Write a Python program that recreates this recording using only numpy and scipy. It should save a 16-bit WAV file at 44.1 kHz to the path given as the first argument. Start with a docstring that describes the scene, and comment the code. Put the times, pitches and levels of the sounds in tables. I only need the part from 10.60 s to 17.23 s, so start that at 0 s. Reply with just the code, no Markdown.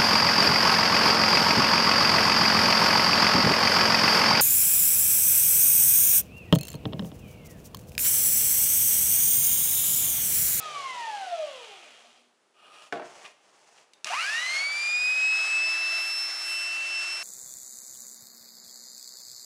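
"""A corded trim saw's motor coasts to a stop, then later whines up to full speed: eight pulses a rotor turn
beamed in lobes, with gear rattle, brush rasp and fan air, changing in colour as the saw is swung round.
While the motor is off, filtered grit drags the shoe over a wooden bench, decaying modes and noise knock on it,
the blade guard chatters and noise bursts click the trigger. Diffuse reflections and faint ventilation
place it all in a small workshop."""
import sys
import numpy as np
from scipy import signal
from scipy.fft import rfft, irfft
from scipy.io import wavfile
from scipy.ndimage import uniform_filter1d

SR = 44100
rng = np.random.default_rng(int(sys.argv[2]) if len(sys.argv) > 2 else 0)


def pcm_store(signal):
    """Save signal as 16-bit PCM."""
    levels = np.round(np.clip(np.atleast_2d(signal), -1, 1) * 32767)
    wavfile.write(sys.argv[1], SR, levels.astype(np.int16).T)


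N = 292380
TIME = np.arange(N) / SR
SWITCH_ON_S, LIFT_S, END_S = 3.451, 4.9, 7
COAST_HZ = 162.27  # rotor turns per second at the start

# shoe blows and judders on the bench: start_s, peak_db, contact_hardness_hz
KNOCK_EVENTS = [(2.3243, -18.5, 2400), (2.331, -22.5, 900), (2.357, -28, 1270), (2.371, -31, 1290),
                (2.397, -29, 1300), (2.421, -32, 1310), (2.443, -36.5, 1000), (2.48, -47, 900)]


def undb(db):
    """Decibels to gain."""
    return 10 ** (np.asarray(db) / 20)


def unit(x):
    """Scale to rms 1."""
    return x / np.sqrt(np.mean(x ** 2))


def curves(rows):
    """Each column of a table, joined by straight lines in time."""
    s, *columns = np.transpose(rows)
    return [np.interp(TIME, s, c) for c in columns]


def between(start, end, fade=0.0031):
    """1 from start to end, with linear ramps inside; all in seconds."""
    return np.clip((TIME - start) / fade, 0, 1) * np.clip((end - TIME) / fade, 0, 1)


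def colour(x, points):
    """Filter by a spectrum of (Hz, dB) points that falls away below the first."""
    hz, db = np.transpose(points)
    f = np.arange(N // 2 + 1) * SR / N + 1e-3  # offset avoids log(0)
    gain = undb(np.interp(np.log(f), np.log(hz), db))
    return irfft(rfft(x) * gain * np.minimum(f / hz[0], 1) ** 2, N)


def cut(x, hz, kind, order=2):
    """Butterworth low-pass or high-pass."""
    sos = signal.butter(order, min(hz, .45 * SR), kind, fs=SR, output="sos")
    return signal.sosfilt(sos, x + 1e-18)


def ring(x, hz, width):
    """One resonance of the given width in Hz, gain 1 at its centre."""
    return signal.lfilter(*signal.iirpeak(hz, hz / width, fs=SR), x)


def walk(rate):
    """Smooth random drift at about rate Hz, spread near 1."""
    k = max(int(SR / rate), 2)
    steps = np.repeat(rng.standard_normal(N // k + 1), k)[:N]
    return 1.88 * uniform_filter1d(steps, k)


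def grit(rate, spread_db):
    """Tiny random contacts, rate per second, of very uneven size."""
    sizes = undb(spread_db * np.minimum(rng.exponential(size=N), 5))
    return unit((rng.random(N) < rate / SR) * sizes * rng.standard_normal(N))


def decay(t, t60):
    """Fall by 60 dB in t60 seconds."""
    return np.exp(-np.log(1000) * t / t60)


def add(track, s, sound, db):
    """Mix a short sound in at time s with the given peak level."""
    i = int(s * SR)
    track[i:i + len(sound)] += undb(db) * sound / np.abs(sound).max()


def rotor_speed():
    """Turns per second: dry friction and air drag stop the rotor; power adds a surge and a slow climb."""
    friction_hz_per_s, drag_s = 73.71, 3.963
    full_hz, surge_s, climb_s, surge_share = 335.02, .0943, .4812, .443
    friction_hz = friction_hz_per_s * drag_s
    coast = (COAST_HZ + friction_hz) * np.exp(-TIME / drag_s) - friction_hz
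    on_s = np.maximum(TIME - SWITCH_ON_S, 0)
    shortfall = surge_share * np.exp(-on_s / surge_s) + (1 - surge_share) * np.exp(-on_s / climb_s)
    return np.maximum(coast, 0) + full_hz * np.maximum(1 - shortfall, 0)


def whine(angle, load):
    """Power on: eight pulses a turn sing as a siren; the uneven rotor adds lines at its other multiples."""
    # weaker rotor lines: rotor_multiple, relative_level_db
    rotor_lines = [(6, -60), (17, -54.5), (19, -66), (25, -61), (31, -62.5)]
    pulse_angle = 8 * angle
    siren = beamed(angle, load)
    # lines grow as load falls and speed rises
    lines = (1 - load) ** 2 * sum(undb(db + 2 * walk(6)) * np.sin(k * angle) for k, db in rotor_lines)
    # loaded teeth flare as their harmonics sweep through the gear case's resonances
    mesh = 12 * angle + .8 * walk(260)
    teeth = np.sin(mesh) + .8 * np.sin(2 * pulse_angle) + .35 * np.sin(3 * pulse_angle)
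    teeth = load * teeth * undb(2 * walk(90))
    gears = undb(-28) * ring(teeth, 2700, 550) + undb(-29) * ring(teeth, 4700, 800)
    # teeth also whistle high up under strain
    high = cut(np.sin(4 * pulse_angle) + .4 * np.sin(5 * pulse_angle), 5500, "high")
    whistle = load * undb(-44 + 3 * walk(30)) * high
    # off the bench, the unbalanced body is free to hum once a turn
    hum = undb(-67.5) * np.sin(angle) * between(LIFT_S, END_S, fade=0.084)
    return np.sqrt(2) * (siren + lines + hum + gears + whistle) * between(3.49, END_S, fade=0.025)


def beamed(angle, load):
    """The whine's partials swell and vanish as their lobes swing past the microphone."""
    # saw held, then swung round: time_s, angle_deg, relative_level_db
    swing = [(3.55, 1, -0.5), (4, 12, 0), (4.6, 9.5, 4), (5, 9.5, 2.5), (5.5, 34, -2.5), (5.78, 66.5, -6),
             (5.9, 82.5, 3), (6.25, 97, 2), (6.6, 116.5, -4.5)]
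    # beamed partials: rotor_multiple, relative_level_db, gap_depth (0-1), gap_angle_deg, gap_spacing_deg
    lobes = [(8, -33.5, 0.63, 68.3, 104), (9, -49, 1, 30, 360), (12, -52.5, 1, 93, 97),
             (16, -34, 1, 94.96, 91.2), (24, -51.5, 0.66, 21.7, 36.4), (32, -54.5, 1, 5.4, 93.6)]
    flicker_depth_db, load_flicker_depth_db, load_shake_rad = 1.0, 3.5, .12
    degrees, level_db = curves(swing)
    out = 0
    for k, db, depth, gap, spacing in lobes:
        lobe = np.abs(1 - depth * np.exp(2j * np.pi * (degrees - gap) / spacing))
        # strain deepens the wavering and lowers its mean
        flicker_db = flicker_depth_db * walk(12) + load_flicker_depth_db * load * (walk(70) - 1)
        shake = load_shake_rad * load ** 2 * walk(300)  # straining gears roughen the pitch
        out = out + lobe * undb(db + flicker_db) * np.sin(round(k) * (angle + shake))
    return radiated(out * undb(level_db))


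def radiated(x):
    """The small body gives off almost nothing of a low tone."""
    return cut(x, 590, "high", order=6)  # corner set by the body's size


def air(angle, load):
    """The fan rushes through the vents; the brushes rasp and spark, with a larger share at high load."""
    # band levels ahead of the gains below: time_s, roar_db, rush_db, hiss_db
    band_levels = [(3.75, -44.5, -45, -45.5), (3.99, -43, -44, -46), (4.1, -44, -51.5, -57),
                   (4.13, -45, -49.5, -48), (4.7, -46, -47, -56.5), (4.76, -45, -44, -50),
                   (5.27, -44.5, -43.5, -51.5), (5.6, -48, -48.5, -49), (6.6, -47, -50, -48)]
    # vent spectrum: frequency_hz, gain_db
    vent_spectrum = [(150, -48), (330, -15), (480, -12), (680, 0), (930, -4), (1300, 2.5), (2200, 1.5),
                     (2900, -3), (3500, -5.5), (4600, -3), (6300, -7), (11000, -18.5)]
    roar_db, rush_db, hiss_db = curves(band_levels)
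    sparks = grit(rate=5000, spread_db=3.5) * (1 + 0.18 * np.cos(angle))
    sparks = sparks + 0.31 * wear(angle + 0.0033 * walk(150))
    rasp = 0.17 + 1.4 * load
    flow = colour((rng.standard_normal(N) + rasp * sparks) / np.hypot(1, rasp), vent_spectrum)
    # three complementary bands, each with its own level curve
    low = cut(flow, 2200, "low", order=1)
    below_hiss = cut(flow, 6800, "low", order=1)
    roar = low * undb(roar_db + 5.0)
    rush = (below_hiss - low) * undb(rush_db + 10)
    hiss = (flow - below_hiss) * undb(hiss_db + 13.0)
    vents = (roar + rush + hiss) / flow.std() * undb(.5 * walk(25))
    shell = housing(sparks) * undb(rush_db + 5.0) * (0.13 + 1.7 * load)
    return (vents + shell) * between(SWITCH_ON_S, END_S) * undb(-6 * load ** 3)


def wear(angle, size=160):
    """The worn commutator's bumps, met again on every turn: a dense comb of rotor multiples."""
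    around = np.arange(size) * 2 * np.pi / size
    return unit(np.interp(angle, around, rng.standard_normal(size), period=2 * np.pi))


def housing(x):
    """Ring the saw's metal housing and blade guard."""
    # shell modes: frequency_hz, width_hz, relative_level_db
    modes = [(254, 30, -18.5), (672, 28, -1), (1235, 61, 7), (2470, 230, 6), (2820, 64, 9.5),
             (3110, 66, -10), (5870, 170, -3.5)]
    return unit(sum(undb(db) * ring(x, hz, width) for hz, width, db in modes))


def coasting(angle, rotor_hz):
    """Power off: the tone sinks with a quick flutter while the brushes scratch round."""
    # gear and commutator lines: rotor_multiple, relative_level_db
    gear_lines = [(20.2, -4), (21, -6), (24, 0), (25, -5), (28.5, -6), (32, -2), (36, -5), (40, -3),
                  (44, -6)]
    # rubbing spectrum: frequency_hz, gain_db
    rub_spectrum = [(130, -18), (330, -11), (560, -1.5), (720, 3.5), (1000, -9.5), (1250, -5.5),
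                    (1650, -10), (2700, -8), (4000, -8), (7000, -11), (11000, -22.5)]
    rub_exponent, rattle_exponent = 0.9, 0.79  # growth with speed
    speed = rotor_hz / COAST_HZ
    shaken_angle = angle + .004 * walk(70)
    pulse_angle = 8 * shaken_angle
    # tone sinks through a housing resonance, then out of the radiated range
    fundamental = np.sin(pulse_angle) * undb(2.0 + 1.94 * walk(44.73))
    tone = undb(-39.5) * (fundamental + 1.26 * ring(fundamental, 672, 67))
    octave = undb(-45.5) * ring(np.sin(2 * pulse_angle) * undb(2 * walk(40.3)), 1860, 760)
    # gear case favours lines passing through its middle range
    lines = sum(undb(db + 2 * walk(45.3)) * np.sin(k * shaken_angle) for k, db in gear_lines)
    lines = ring(lines, 2830, 600)
    # unbalanced rotor drones through the bench, fading early
    drone = undb(-58.5) * np.sin(angle) * between(-1, 0.52, fade=0.93)
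    worn = cut(cut(wear(shaken_angle), 1500, "high"), 4500, "low")
    contacts = grit(rate=6000, spread_db=2.1) + .9 * worn
    rubbing = (unit(colour(contacts, rub_spectrum)) + undb(-5) * lines) * speed ** rub_exponent
    # housing rattle fades in over the first second
    rattle = undb(-12.5) * housing(contacts) + undb(-8) * unit(ring(contacts, 3090, 600))
    rattle = rattle * between(0, END_S, fade=1.0) * speed ** rattle_exponent
    friction = undb(-44) * (rubbing + rattle)
    # low shell hum just before the stop
    low_hum = undb(-74) * unit(ring(ring(contacts, 237, 14), 237, 15)) * between(1.1, END_S, fade=0.102)
    return (radiated(tone + octave) + drone + friction + low_hum) * between(-1, 1.737, fade=0.16)


def sliding():
    """The shoe scrapes over the wood grain and rings the housing; after the knock it brushes more lightly."""
    # shoe and cord strokes: start_s, length_s, body_db, hiss_db, end_swell_db
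    strokes = [(1.941, 0.36, -47, -52, 15), (2.409, 0.32, -52.5, -56, 3), (2.784, 0.477, -66, -64, 5)]
    # scrape spectrum: frequency_hz, gain_db
    scrape_spectrum = [(130, -8), (280, -5.5), (400, 0.5), (780, 7), (1600, -1), (2900, -4), (3700, -13),
                       (6400, -16), (11000, -24.5)]
    fade_s, hiss_swell_ratio = 0.061, 1.83  # hiss swells more than body
    contacts = grit(rate=9000, spread_db=1.3) * undb(0.91 * walk(60))
    scrape = colour(contacts, scrape_spectrum)
    pressed = between(0, KNOCK_EVENTS[0][0], fade=0.056)
    # shoe plate sings faintly under the saw's weight
    plate = 0.29 * unit(ring(contacts, 1233, 41)) + .5 * housing(contacts)
    body = unit(cut(scrape, 5900, "low", order=4)) * (1 - .5 * pressed) + pressed * plate
    hiss = unit(cut(cut(scrape, 5000, "high", order=4), 8800, "low"))
    out = 0
    for s, length, body_db, hiss_db, swell_db in strokes:
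        to_go = np.clip(1 - (TIME - s) / length, 0, 1)
        stroke = body * undb(body_db - swell_db * to_go)
        stroke = stroke + hiss * undb(hiss_db - hiss_swell_ratio * swell_db * to_go)
        out = out + stroke * between(s, s + length, fade=fade_s)
    # hand and cord rustle on between strokes
    rustle = undb(-69.5) * body + undb(-80) * hiss
    return out + rustle * between(strokes[0][0], SWITCH_ON_S)


def knocks():
    """Each blow cracks and rings the bench; softer contact weakens the high modes."""
    # bench-top modes: frequency_hz, relative_level_db, t60_s
    bench_modes = [(139, -17, 0.23), (300, -8, 0.12), (472, -7, 0.097), (355, -1.5, 0.087),
                   (408, -10, 0.07), (626, -1, 0.12), (685, -1, 0.2), (784, 1, 0.062), (1110, -6, 0.12),
                   (1378, -10, 0.12), (1550, -3, 0.069), (1900, -5, 0.023), (2400, -5, .04)]
    out, t = np.zeros(N), TIME[:SR // 3]
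    for s, db, hard_hz in KNOCK_EVENTS:
        blow = rng.standard_normal(len(t)) * (undb(10.5) * decay(t, 0.029) + undb(1) * decay(t, 0.25))
        for k, (hz, mode_db, t60) in enumerate(bench_modes):
            mode_hz = hz * (1 + 0.016 * rng.standard_normal())
            blow += (-1) ** k * undb(mode_db) * decay(t, t60) * np.sin(2 * np.pi * mode_hz * t)
        add(out, s, cut(cut(blow, hard_hz, "low"), 196, "high", order=3), db)
    return out


def chatter():
    """Short bursts of quick metal contacts ring the guard."""
    # guard bursts: start_s, length_s, level_db
    bursts = [(2.641, 0.033, -43), (3.17, 0.028, -58)]
    shake = sum(undb(db) * between(s, s + length, fade=0.011) for s, length, db in bursts)
    contacts = cut(grit(rate=5000, spread_db=1.2), 4500, "low")
    return shake * unit(housing(contacts) + 1.1 * unit(ring(contacts, 1900, 1200)))


def trigger():
    """Dry switch clicks as decaying noise; the take-up leaves the spring ringing."""
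    # take-up, then switch snap, before colouring: start_s, peak_db, t60_s
    clicks = [(3.3345, -35, 0.024), (3.4445, -35, .01), (3.4449, -12, 0.014)]
    # click spectrum: frequency_hz, gain_db
    click_spectrum = [(200, -11), (1000, -11), (2800, 2), (4500, 4), (6600, 2), (10500, -9)]
    out, t = np.zeros(N), TIME[:SR // 4]
    for s, db, t60 in clicks:
        add(out, s, rng.standard_normal(len(t)) * decay(t, t60), db)
    out = colour(out, click_spectrum)
    spring = np.sin(2 * np.pi * 3600 * t) + 0.63 * np.sin(2 * np.pi * 3760 * t)
    add(out, clicks[0][0], decay(t, 0.27) * spring, -59)
    return out


def room(x, t60=0.44):
    """Diffuse reflections from the bench and near walls, as convolution with decaying noise."""
    t = TIME[:SR // 2]
    tail = rng.standard_normal(len(t)) * decay(t, t60) * (t > .004)
    return signal.fftconvolve(x, tail / np.linalg.norm(tail))[:N]


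def ventilation():
    """Faint steady shop ventilation as coloured noise."""
    # shop spectrum: frequency_hz, gain_db
    shop_spectrum = [(110, -18.5), (400, -1), (1000, -5.5), (3000, -13), (8000, -17.5), (11000, -24)]
    return undb(-68.5) * unit(colour(rng.standard_normal(N), shop_spectrum))


def scene():
    """One rotor drives all the motor's sounds; everything stands in the same quiet shop."""
    rotor_hz = rotor_speed() * (1 + 0.000263 * walk(12))
    angle = 2 * np.pi * np.cumsum(rotor_hz) / SR
    load = 1 - rotor_hz / rotor_hz.max()  # current and torque fall as the motor gathers speed
    tone = whine(angle, load)
    coast = coasting(angle, rotor_hz)
    handling = sliding() + knocks() + chatter() + trigger()
    reflections = room(undb(-16.5) * tone + undb(-4.5) * coast + undb(-8) * handling)
    return (tone + air(angle, load) + coast + handling + reflections + ventilation())[None]


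def record(dry):
    """A low-rate recorder: no deep bass, a band that ends near 11 kHz, and its top mirrored faintly above."""
    recorder_hz, band_hz, top_hz = 24000, 11150, 15600
    band_filter = signal.ellip(12, .2, 70, band_hz, fs=SR, output="sos")
    band = signal.sosfilt(band_filter, cut(dry, 90, "high", order=2))
    top = signal.hilbert(cut(band, 11200, "high", order=6))
    # each frequency f reappears at recorder_hz - f
    mirror = np.real(np.conj(top) * np.exp(2j * np.pi * recorder_hz * TIME))
    top_filter = signal.ellip(10, .2, 70, top_hz, fs=SR, output="sos")
    return signal.sosfilt(top_filter, band + undb(-5.0) * mirror)


dry = scene()
out = record(dry)
pcm_store(out)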